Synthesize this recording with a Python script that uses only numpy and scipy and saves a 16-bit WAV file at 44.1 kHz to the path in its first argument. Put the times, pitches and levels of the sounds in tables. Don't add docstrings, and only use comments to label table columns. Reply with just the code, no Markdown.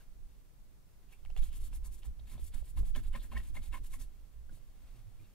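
import sys
import numpy as np
from scipy import signal
from scipy.fft import rfft, irfft, next_fast_len
from scipy.io import wavfile

SR = 44100
rng = np.random.default_rng(int(sys.argv[2]) if len(sys.argv) > 2 else 0)


def wrap_up_sound(samples):
    columns = np.atleast_2d(samples).T
    tamed = np.clip(columns, -1, 1)
    steps = np.round(tamed * 32767).astype(np.int16)
    wavfile.write(sys.argv[1], SR, steps)


def voltage_ratio(decibels):
    exponent = np.asarray(decibels, float) / 20
    return 10 ** exponent


N = 235494


def rms_one(x):
    return x / np.sqrt(np.mean(x ** 2) + 1e-20)


def in_time(rows):
    s, *columns = np.transpose(rows)
    return [np.interp(np.arange(N) / SR, s, column) for column in columns]


def at_hz(points, hz):
    point_hz, values = np.transpose(points)
    return np.interp(np.log(hz + 1), np.log(point_hz), values)


def bins(samples):
    size = next_fast_len(samples)
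    return size, np.arange(size // 2 + 1) * SR / size


def coloured(x, spectrum):
    size, hz = bins(N)
    shaped = rfft(x, size) * voltage_ratio(at_hz(spectrum, hz))
    return rms_one(irfft(shaped, size)[..., :N])


def drift(rate):
    knots = rng.standard_normal(int(N / SR * 400))
    return np.interp(np.arange(N) / SR * rate, np.arange(len(knots)), knots)


def grains(per_s, spread_db):
    sizes = voltage_ratio(spread_db * np.minimum(rng.exponential(1, N), 5))
    signs = rng.choice([-1, 1], N)
    return rms_one(sizes * signs * (rng.random(N) < per_s / SR))


def resonance(x, hz, width):
    r = np.exp(-np.pi * max(width, 5) / SR)
    zeros = np.array([1, 0, -1]) * (1 - r * r) / 2
    poles = [1, -2 * r * np.cos(2 * np.pi * hz / SR), r * r]
    return signal.lfilter(zeros, poles, x + 1e-18)


# (frequency [Hz], density [dB per Hz])
FLOOR_COLOUR = [(60, -18.5), (155, 6.5), (200, -2), (300, -5.5), (430, -7.5), (700, -11.5), (2900, -21.5),
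                (15600, -22)]


def background_noise():
    return voltage_ratio(-72.5 + 3.5) * coloured(rng.standard_normal((2, N)), FLOOR_COLOUR)


# (time [s], level [dB])
RUSTLE_LEVEL = [(0.0, -65.5), (.06, -81), (0.77, -83.5), (1.1, -80.5), (1.33, -79), (1.4, -71.5),
                (1.7, -79), (2.1, -83), (2.29, -80), (2.77, -86), (3.58, -75.5), (3.87, -87), (4.12, -79),
                (4.49, -79.5), (4.9, -72), (5.34, -76.5)]


def rustle():
    level_db, = in_time(RUSTLE_LEVEL)
    cloth_colour = [(500, 2.5), (1800, -2.5), (2600, -1.5), (3800, -4.5), (5000, -7.5), (8000, -9.0)]
    cloth = coloured(grains(4000, 2.1), cloth_colour)
    fuzz = coloured(grains(6900, 3.3), FIBRE_HISS)
    return voltage_ratio(level_db + 2.0 * drift(30)) * (cloth + voltage_ratio(-8) * fuzz)


# (time [s], level [dB])
ARM_TENSION = [(0, -55.5), (.22, -50), (.4, -57), (1.12, -57.5), (1.35, -43.5), (1.75, -39.5), (2.15, -51),
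               (2.5, -45), (2.7, -49.5), (2.95, -39.5), (3.3, -42), (4.0, -46), (4.13, -50), (4.4, -57),
               (4.65, -53), (4.9, -51.5), (5.34, -58)]
# (time [s], thrust [dB], sharp part [dB])
HAND_JOLTS = [(1.289, -42, -86), (1.415, -31, -62), (1.62, -37, -76), (1.86, -46, -64.5),
              (2.074, -50.5, -62.5), (2.222, -52.5, -68.5), (2.347, -42.5, -57.5), (2.439, -36, -77),
              (2.56, -36.5, -59.5), (2.798, -30, -50.5), (2.927, -34, -68), (2.978, -34.5, -53),
              (3.06, -38, -79), (3.106, -36, -74), (3.168, -62, -58), (3.37, -39.5, -53.5),
              (3.57, -52, -58), (3.721, -51, -59.5), (3.812, -39.5, -62), (3.92, -56, -67),
              (4.019, -43, -65), (4.52, -51, -58.5), (4.948, -65, -66.5), (5.21, -71, -62.5)]


def tremor():
    arm_db, = in_time(ARM_TENSION)
    upper_db = -76 + 0.66 * (arm_db + 53.5)
    deep, upper = voltage_ratio(2 * arm_db), voltage_ratio(2 * upper_db)
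    rise_db_per_s, fall_db_per_s, sharp_faster = 314, 185, 1.6
    t = np.arange(N) / SR
    for s, thrust_db, sharp_db in HAND_JOLTS:
        near = slice(int((s - .15) * SR), int((s + .25) * SR))
        u = t[near] - s
        away_db = np.where(u < 0, rise_db_per_s * u, -fall_db_per_s * u)
        deep[near] += voltage_ratio(2 * (thrust_db + away_db))
        upper[near] += voltage_ratio(2 * (sharp_db + sharp_faster * away_db))
    return np.sqrt(deep), np.sqrt(upper)


# (centre [s], half length [s], pitch [Hz], level [dB])
STAND_SWAYS = [(1.322, 0.019, 112, -64), (1.409, 0.026, 38, -32), (1.62, 0.011, 45, -36),
               (1.88, 0.041, 49.96, -41), (2.096, 0.024, 57.1, -33.5), (2.24, 0.046, 55.1, -43),
               (2.2, 0.034, 106.8, -63), (2.326, .03, 115.4, -52), (2.439, 0.036, 59.9, -36.5),
               (2.572, 0.033, 55.1, -37.5), (2.628, 0.015, 51.1, -33), (2.815, 0.039, 44.2, -29),
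               (2.79, 0.037, 94.5, -42.5), (2.887, .02, 90.3, -48), (2.983, 0.016, 94.8, -35.5),
               (3.078, 0.022, 103, -45), (3.164, 0.021, 95, -63), (3.379, 0.023, 50.14, -31.5),
               (3.365, .025, 95, -45), (3.714, 0.036, 45, -36), (4.416, 0.092, 56, -46.5),
               (4.524, .03, 133, -71), (4.585, 0.032, 129.3, -63), (4.995, 0.033, 120.9, -54),
               (5.077, 0.024, 104.5, -46), (5.2, 0.099, 101.3, -58), (2.07, 0.015, 233.6, -59.5),
               (2.359, 0.042, 224.3, -62.5), (2.552, 0.022, 231, -62), (2.786, 0.035, 246, -62),
               (2.866, 0.018, 223.4, -61), (3.596, 0.05, 65.1, -37), (2.975, 0.013, 231, -49.5),
               (2.965, 0.013, 365, -56), (3.171, 0.021, 228.4, -52.5), (3.355, .04, 231.7, -55),
               (3.422, 0.018, 211, -62.5), (3.586, 0.039, 240.4, -63.5), (3.505, 0.023, 300, -70),
               (3.99, 0.022, 246.5, -61.5)]


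def sways():
    t, waver = np.arange(N) / SR, np.cumsum(drift(18)) / SR
    out = np.zeros(N)
    for s, half, hz, level_db in STAND_SWAYS:
        swell = voltage_ratio(level_db - 10.0 * ((t - s) / half) ** 2)
        out += swell * np.sin(2 * np.pi * hz * (t + 0.0156 * waver))
    return out


# (frequency [Hz], density [dB per Hz])
DEEP_RUMBLE = [(8, -5), (14, 12), (30, 3.5), (45, -0.5), (66, -2), (88, -18), (140, -70)]
UPPER_RUMBLE = [(50, -44), (80, 3), (117, 1), (200, -17.5), (230, -10), (262, -14.5), (320, -17.5),
                (900, -47.5)]
# (frequency [Hz], left over right [dB])
STAND_BALANCE = [(20, -9), (54, -5), (80, -1.5), (135, -11), (172, -9.5), (205, -11), (300, -8), (400, 2.5)]
# (frequency [Hz], right leads by [rad])
STAND_LEAD = [(20, 1.1), (32, .3), (54, 1.2), (86, 4.1), (108, 4.4), (160, 2.0), (230, 5.0), (400, 6.2)]


def shaking():
    deep, upper = tremor()
    white = rng.standard_normal((2, 3, N))
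    rumble = deep * coloured(white[0], DEEP_RUMBLE)
    rumble += upper * voltage_ratio(6.0 + 1.08 * drift(29)) * coloured(white[1], UPPER_RUMBLE)
    rumble[0] += sways()
    size, hz = bins(N)
    shared, left, right = rfft(rumble, size)
    shade, own = voltage_ratio(at_hz(STAND_BALANCE, hz) / 2), .8
    turned = shared * np.exp(1j * at_hz(STAND_LEAD, hz))
    return irfft([shade * shared + own * left, turned / shade + own * right], size)[:, :N]


# (centre [s], half length [s], pitch [Hz], level [dB])
GLOVE_SQUEAKS = [(0.008, 0.014, 1570, -69), (0.008, 0.01, 2670, -75), (1.098, 0.018, 2750, -77.5),
                 (1.133, 0.016, 2480, -70), (1.139, .008, 2370, -76), (1.151, 0.012, 2530, -73.5),
                 (1.382, 0.014, 3000, -69), (1.434, 0.02, 3200, -65.5), (1.545, 0.085, 3000, -72.5),
                 (1.653, 0.061, 3340, -74), (2.199, 0.0072, 3500, -67), (2.026, .008, 2900, -69),
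                 (2.382, 0.011, 3600, -68.5), (3.657, 0.026, 3700, -73), (4.024, 0.027, 4020, -70.5),
                 (3.213, 0.033, 3570, -66), (3.944, 0.012, 1078, -58), (4.497, 0.0077, 1500, -67),
                 (5.204, 0.022, 2430, -74.5), (5.247, 0.036, 2780, -80), (5.249, 0.022, 3700, -78)]


def squeaks():
    out, t, slips = np.zeros(N), np.arange(N) / SR, grains(3110, 0.79)
    for s, half, hz, level_db in GLOVE_SQUEAKS:
        near = slice(max(int((s - .06) * SR), 0), int((s + 0.061) * SR))
        width = .11 * hz * (hz / 2000) ** 2
        narrow = rms_one(resonance(resonance(slips[near], hz, width), hz, width))
        out[near] += narrow * voltage_ratio(level_db - 23.0 * ((t[near] - s) / half) ** 2)
    return out


# (centre [s], half length [s], pitch [Hz], level [dB])
MODE_LOCKS = [(0.01, .012, 1570, -72), (1.133, .012, 2560, -64), (1.369, 0.011, 430, -59.5),
              (1.369, 0.0073, 761, -61), (2.786, 0.02, 1030, -65), (2.804, 0.0074, 1030, -62),
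              (2.964, .012, 580, -56), (3.152, .012, 545.5, -55), (2.952, .003, 3106, -51),
              (3.336, .008, 560, -62), (3.363, .008, 1570, -56), (4.499, .005, 1570, -65),
              (2.957, 0.0061, 3047, -57), (2.96, 0.0076, 1647, -55), (2.964, 0.0072, 1030, -61),
              (2.974, .005, 3360, -55), (2.983, 0.006, 1660, -54), (3.14, 0.0094, 3000, -57),
              (3.141, 0.0059, 1030, -58), (3.147, 0.0056, 2144, -53), (3.154, 0.0073, 1810, -51),
              (3.155, 0.013, 1030, -50), (3.323, 0.0046, 1036, -49), (3.329, .01, 2140, -67),
              (3.338, 0.0079, 810, -57), (3.367, 0.01, 2206, -51), (3.369, 0.0046, 1760, -43.5),
              (3.374, 0.0049, 1870, -40), (3.371, 0.0094, 1030, -50), (3.378, .005, 3070, -54),
              (3.4, 0.0089, 1885, -57), (3.572, 0.0062, 2140, -50.5), (3.728, .005, 2750, -59),
              (3.744, 0.0074, 1042, -45), (3.745, 0.0049, 2200, -58), (3.745, 0.012, 1734, -58),
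              (3.747, 0.0086, 3060, -60), (3.761, 0.008, 1041, -47.5), (3.774, 0.0068, 1045, -52.5),
              (3.549, 0.0062, 1030, -61), (3.864, 0.0055, 2940, -66), (3.938, 0.012, 2140, -57)]


def locks():
    out, t = np.zeros(N), np.arange(N) / SR
    clock = t + .014 * np.cumsum(drift(350)) / SR
    flicker = voltage_ratio(1.5 * drift(300))
    for s, half, hz, level_db in MODE_LOCKS:
        near = slice(int((s - .05) * SR), int((s + .05) * SR))
        swell = voltage_ratio(level_db - 20.0 * ((t[near] - s) / max(half, .002)) ** 2)
        out[near] += swell * np.sin(2 * np.pi * hz * clock[near])
    return out * flicker


# (start [s], length [s], fibre hiss [dB], pressure on the card [dB])
FINGER_STROKES = [(1.364, 0.045, -55, -69), (1.408, 0.094, -59, -97), (1.517, 0.07, -55.5, -73.5),
                  (1.595, 0.09, -52.5, -84), (1.72, 0.06, -56, -70.5), (1.838, 0.046, -53, -101),
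                  (1.911, 0.056, -51.5, -110), (1.967, 0.042, -61, -90), (2.039, 0.037, -54, -81),
                  (2.261, 0.091, -58, -73), (2.385, 0.11, -56, -94), (2.525, 0.091, -56, -68),
                  (2.634, 0.085, -58.5, -78.5), (2.761, 0.045, -54.5, -65), (2.839, 0.074, -58, -71),
                  (2.943, 0.068, -61, -58), (3.022, 0.074, -60, -71.5), (3.123, 0.069, -60, -56),
                  (3.197, 0.077, -58, -73), (3.311, 0.11, -77, -59), (3.357, 0.025, -62, -57),
                  (3.423, 0.084, -59, -74), (3.542, 0.055, -58, -58.5), (3.617, 0.074, -55.5, -70),
                  (3.718, 0.071, -54, -56.5), (3.831, 0.055, -56.5, -73), (3.902, 0.059, -51, -83),
                  (3.987, 0.06, -55.5, -70.5), (4.516, 0.068, -62.5, -107)]
# (time [s], overshoot [dB])
FIBRE_CATCHES = [(1.374, 1), (1.4233, 6), (1.5281, 2), (1.6114, -2), (1.736, 5.5), (1.8474, 6.5),
                 (1.92, -0.5), (1.975, 3), (2.0479, 2), (2.298, 2), (2.397, -3), (2.5418, 2), (2.654, 7),
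                 (2.7723, 3), (2.8566, 5), (2.9504, 3), (3.0312, -1), (3.1299, 8), (3.2247, 5), (3.3175, 2),
                 (3.3774, 2), (3.435, 1), (3.5415, 9), (3.6338, 2), (3.7401, 5), (3.8373, 3), (3.9162, -2),
                 (3.995, 3), (4.53, -2)]
# (time [s], half width [s], card [dB], favoured mode [Hz], hiss [dB])
NAIL_DIGS = [(1.124, 0.007, -63, 2520, -66), (1.436, 0.0093, -71, 3000, -56),
             (1.855, 0.016, -67, 1030, -74), (2.045, 0.01, -64, 930, -65.5),
             (2.315, 0.015, -66.5, 2120, -66), (2.349, 0.023, -66.5, 1100, -73),
             (2.545, 0.0029, -68.5, 1530, -49.5), (2.78, 0.0087, -60, 1000, -62),
             (2.951, 0.0022, -46, 3000, -70), (2.962, 0.0023, -47, 930, -50),
             (3.143, 0.0049, -51, 2140, -70), (3.16, 0.0038, -51.5, 1030, -56),
             (3.242, 0.0064, -62, 1810, -69), (3.321, 0.0079, -74, 1080, -62),
             (3.354, 0.0032, -53, 2140, -80), (3.377, 0.0067, -53.5, 2750, -55.5),
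             (3.396, 0.008, -66, 1860, -74), (3.565, 0.0041, -50, 2140, -63),
             (3.744, 0.0068, -49.5, 2140, -81), (3.759, 0.0044, -60, 1030, -79),
             (3.936, 0.0083, -56, 2140, -61.5), (4.016, 0.0071, -68, 1810, -59)]
# (frequency [Hz], width [Hz], level [dB])
CARD_MODES = [(234, 22, 2), (345, 44, -2.5), (460, 40, -2), (560, 50, 1), (630, 45, -0.5), (810, 27, 1),
              (1030, 33, 2.5), (1300, 37, -1.5), (1570, 120, -2), (1810, 40, 1), (2140, 66, -3.5),
              (2750, 170, -8.5), (3000, 39, -6.5), (3280, 410, -11)]


def contact():
    t = np.arange(N) / SR
    power = np.zeros((2 + len(CARD_MODES), N))
    octaves = np.log2(np.array(CARD_MODES)[:, 0])
    first_start = FINGER_STROKES[0][0]
    for (start, length, late_db, card_db), (catch, overshoot_db) in zip(FINGER_STROKES, FIBRE_CATCHES):
        early_db = late_db - 4.5
        rasp_db = -57.5 - 10 + 0.2 * (late_db + 58.5) + 0.15 * (card_db + 61.0)
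        rasp_db += 6.5 * np.exp(-(start - first_start) / 0.13)
        near = slice(int((start - .04) * SR), int((start + length + 0.055) * SR))
        u = t[near] - start
        speed_s = [-.03, 0, .014, length - .011, length, length + 0.01]
        speed_db = np.interp(u, speed_s, [-76, -13.5, -2.0, -8.0, -17.0, -44])
        since = t[near] - catch
        catch_db = np.interp(since, [-0.0027, 0], [-2.5, overshoot_db])
        catch_db *= np.exp(-np.maximum(since, 0) / 0.0077)
        swell_db = np.interp(u, [0.39 * length, 0.55 * length], [early_db, late_db])
        power[0, near] += voltage_ratio(2 * (speed_db + catch_db + swell_db))
        power[1, near] += voltage_ratio(2 * (0.61 * speed_db + rasp_db))
        power[2:, near] += voltage_ratio(2 * (1.4 * speed_db + card_db))
    for s, width, card_db, favoured_hz, hiss_db in NAIL_DIGS:
        rasp_db = -2.5 + hiss_db + 0.46 * (card_db - hiss_db)
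        near = slice(int((s - .08) * SR), int((s + 0.049) * SR))
        u = (t[near] - s) / max(width, .002)
        bump_db = -8.0 * np.where(u < 0, -u / 0.66, u / 1.2) ** 0.75
        favour_db = 10.0 * np.exp(-((octaves - np.log2(favoured_hz)) / 0.19) ** 2) - 6.0
        power[0, near] += voltage_ratio(2 * (hiss_db + 0.74 * np.interp(u - .4, u, bump_db)))
        power[1, near] += voltage_ratio(2 * (rasp_db + np.interp(u + 0.36, u, bump_db)))
        power[2:, near] += voltage_ratio(2 * (card_db + bump_db + favour_db[:, None]))
    return np.sqrt(power)


# (frequency [Hz], density [dB per Hz])
FIBRE_HISS = [(2500, -34), (4500, -14), (6200, -18), (7200, -7.5), (10500, -3.5), (12500, -5.5),
              (13500, -17.5), (15500, -13.5)]
DULL_FIBRE_HISS = [(3500, -42), (4700, -10.5), (5600, -0.5), (6800, 3), (8000, -22), (13000, -21),
                   (14300, -8), (15500, -9)]
NAIL_RASP = [(600, -8), (1500, -6.5), (2300, -2), (3000, -1), (3900, -1), (5000, -8), (7000, -44)]
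# (time [s], level [dB])
FINGER_FLATNESS = [(1.3, -10), (1.6, -12), (1.95, -11), (2.2, -9), (2.7, -20), (2.93, -12), (2.97, -4),
                   (3.05, -19), (3.4, -12), (3.7, -10.5), (4.1, -8.5), (4.6, -13)]


def scratching():
    hiss, rasp, *modes = contact()
    hiss = hiss * voltage_ratio(1.54 * drift(120) + 1.55 * drift(39.94)[::-1])
    fibres = grains(14000, 3.9)
    flat_db, = in_time(FINGER_FLATNESS)
    dull = voltage_ratio(flat_db) * coloured(fibres[::-1], DULL_FIBRE_HISS)
    point = hiss * (coloured(fibres, FIBRE_HISS) + dull)
    point += rasp * voltage_ratio(2.0 * drift(90)) * coloured(grains(5000, 2.6), NAIL_RASP)
    slips = grains(3500, 3.4)
    for k, ((hz, width, level_db), drive) in enumerate(zip(CARD_MODES, modes)):
        sign = (-1) ** k
        point += sign * voltage_ratio(level_db + 17.0) * resonance(drive * slips, hz, 1.94 * width)
    scattered = voltage_ratio(-6) * hiss * coloured(rng.standard_normal((2, N)), FIBRE_HISS)
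    return point, scattered


# (time [s], ring [dB], ring [Hz], knock [dB], knock [Hz])
CARD_SNAPS = [(1.2508, -51.5, 2960, -55.5, 770), (1.2595, -55, 2240, -81, 700),
              (1.3026, -52, 2800, -51.5, 690), (1.312, -60, 3080, -72, 660),
              (1.365, -43.5, 2750, -50.5, 686), (1.374, -45, 3340, -56, 596), (1.3797, -53, 3030, -65, 595),
              (1.712, -79, 1700, -68, 495), (1.730, -54, 2610, -54, 890), (1.8477, -59, 7260, -63, 1030),
              (2.0325, -50, 3000, -72, 600), (2.194, -63, 3520, -56.5, 636), (2.3797, -60, 1110, -49, 604),
              (2.3955, -58, 3760, -48, 398), (2.625, -76, 810, -50, 523), (2.773, -52.5, 3960, -49, 795),
              (2.832, -60, 1300, -47.5, 583), (3.139, -61, 2920, -61, 1030), (3.318, -62, 2900, -49, 1030),
              (3.549, -74, 2140, -53, 1030), (3.725, -58, 2200, -58, 910), (4.4945, -59, 1570, -57, 514),
              (4.574, -65, 1000, -60, 554)]


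def ticks():
    length = 1300
    out, t = np.zeros(N), np.arange(length) / SR
    white = rng.standard_normal((len(CARD_SNAPS), length))
    cracks = signal.lfilter(*signal.butter(1, 6200, fs=SR), white)
    for (s, ring_db, ring_hz, knock_db, knock_hz), crack in zip(CARD_SNAPS, cracks):
        snap = np.sin(2 * np.pi * ring_hz * t) * voltage_ratio(ring_db - 60 * t / 0.0081)
        snap -= np.sin(2 * np.pi * knock_hz * t) * voltage_ratio(knock_db - 60 * t / 0.012)
        snap += crack * voltage_ratio(ring_db - 1.5 - 60 * t / 0.0084)
        first = round(s * SR)
        out[first:first + length] += snap
    return out


# (time [s], peak level [dB])
NAIL_CLICKS = [(1.2509, -57), (1.3027, -58), (1.3652, -47), (1.3742, -52), (1.3772, -54), (1.3798, -45),
               (1.3825, -54), (1.7313, -53), (2.0328, -57), (2.5445, -56), (2.775, -54), (2.9627, -55),
               (2.965, -48), (3.1555, -48), (3.1605, -43), (3.3775, -43), (3.551, -56), (3.9395, -54)]


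def clicks():
    out = np.zeros(N)
    for s, level_db in NAIL_CLICKS:
        out[round(s * SR)] = voltage_ratio(level_db + 10.0)
    return signal.lfilter(*signal.butter(1, [1500, 9000], "band", fs=SR), out + 1e-18)


# (frequency [Hz], left over right [dB])
CARD_BALANCE = [(200, -9), (420, -4.5), (700, 0.5), (2400, 1), (4400, -1.5), (8000, 0), (15000, 9.5)]
# (frequency [Hz], level [dB])
ROOM_COLOUR = [(400, -4), (800, -9), (1400, -9), (2600, -3), (4000, 0), (6000, -2), (12000, -2)]


def at_capsules(x):
    t60_s, near_t60_s, room_db, left_lead = 0.12, 0.0079, -3.5, 1.69
    size, hz = bins(N + SR // 2)
    t = np.arange(SR // 3) / SR
    decay = voltage_ratio(-60 * t / t60_s) + 3.5 * voltage_ratio(-60 * t / near_t60_s)
    tail = rng.standard_normal((2, len(t))) * decay * (t > .0008)
    tail = voltage_ratio(room_db) * tail / np.sqrt(np.sum(tail ** 2, axis=1, keepdims=True))
    shade = voltage_ratio(at_hz(CARD_BALANCE, hz) / 2)
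    direct = np.array([shade * np.exp(2j * np.pi * hz * left_lead / SR), 1 / shade])
    reflected = voltage_ratio(at_hz(ROOM_COLOUR, hz)) * rfft(tail, size)
    return irfft(rfft(x, size) * (direct + reflected), size)[:, :N]


def scene():
    hiss = background_noise()
    point, scattered = scratching()
    at_card = rustle() + squeaks() + locks() + point + ticks() + clicks()
    return at_capsules(at_card) + scattered + shaking() + hiss


def top_cut(x):
    return signal.sosfilt(signal.butter(12, 15827, fs=SR, output="sos"), x)


def record(dry):
    low_pass = signal.ellip(12, .3, 60, 15700, fs=SR, output="sos")
    cut = signal.sosfilt(low_pass, dry)
    return top_cut(cut)


dry = scene()
out = record(dry)
wrap_up_sound(out)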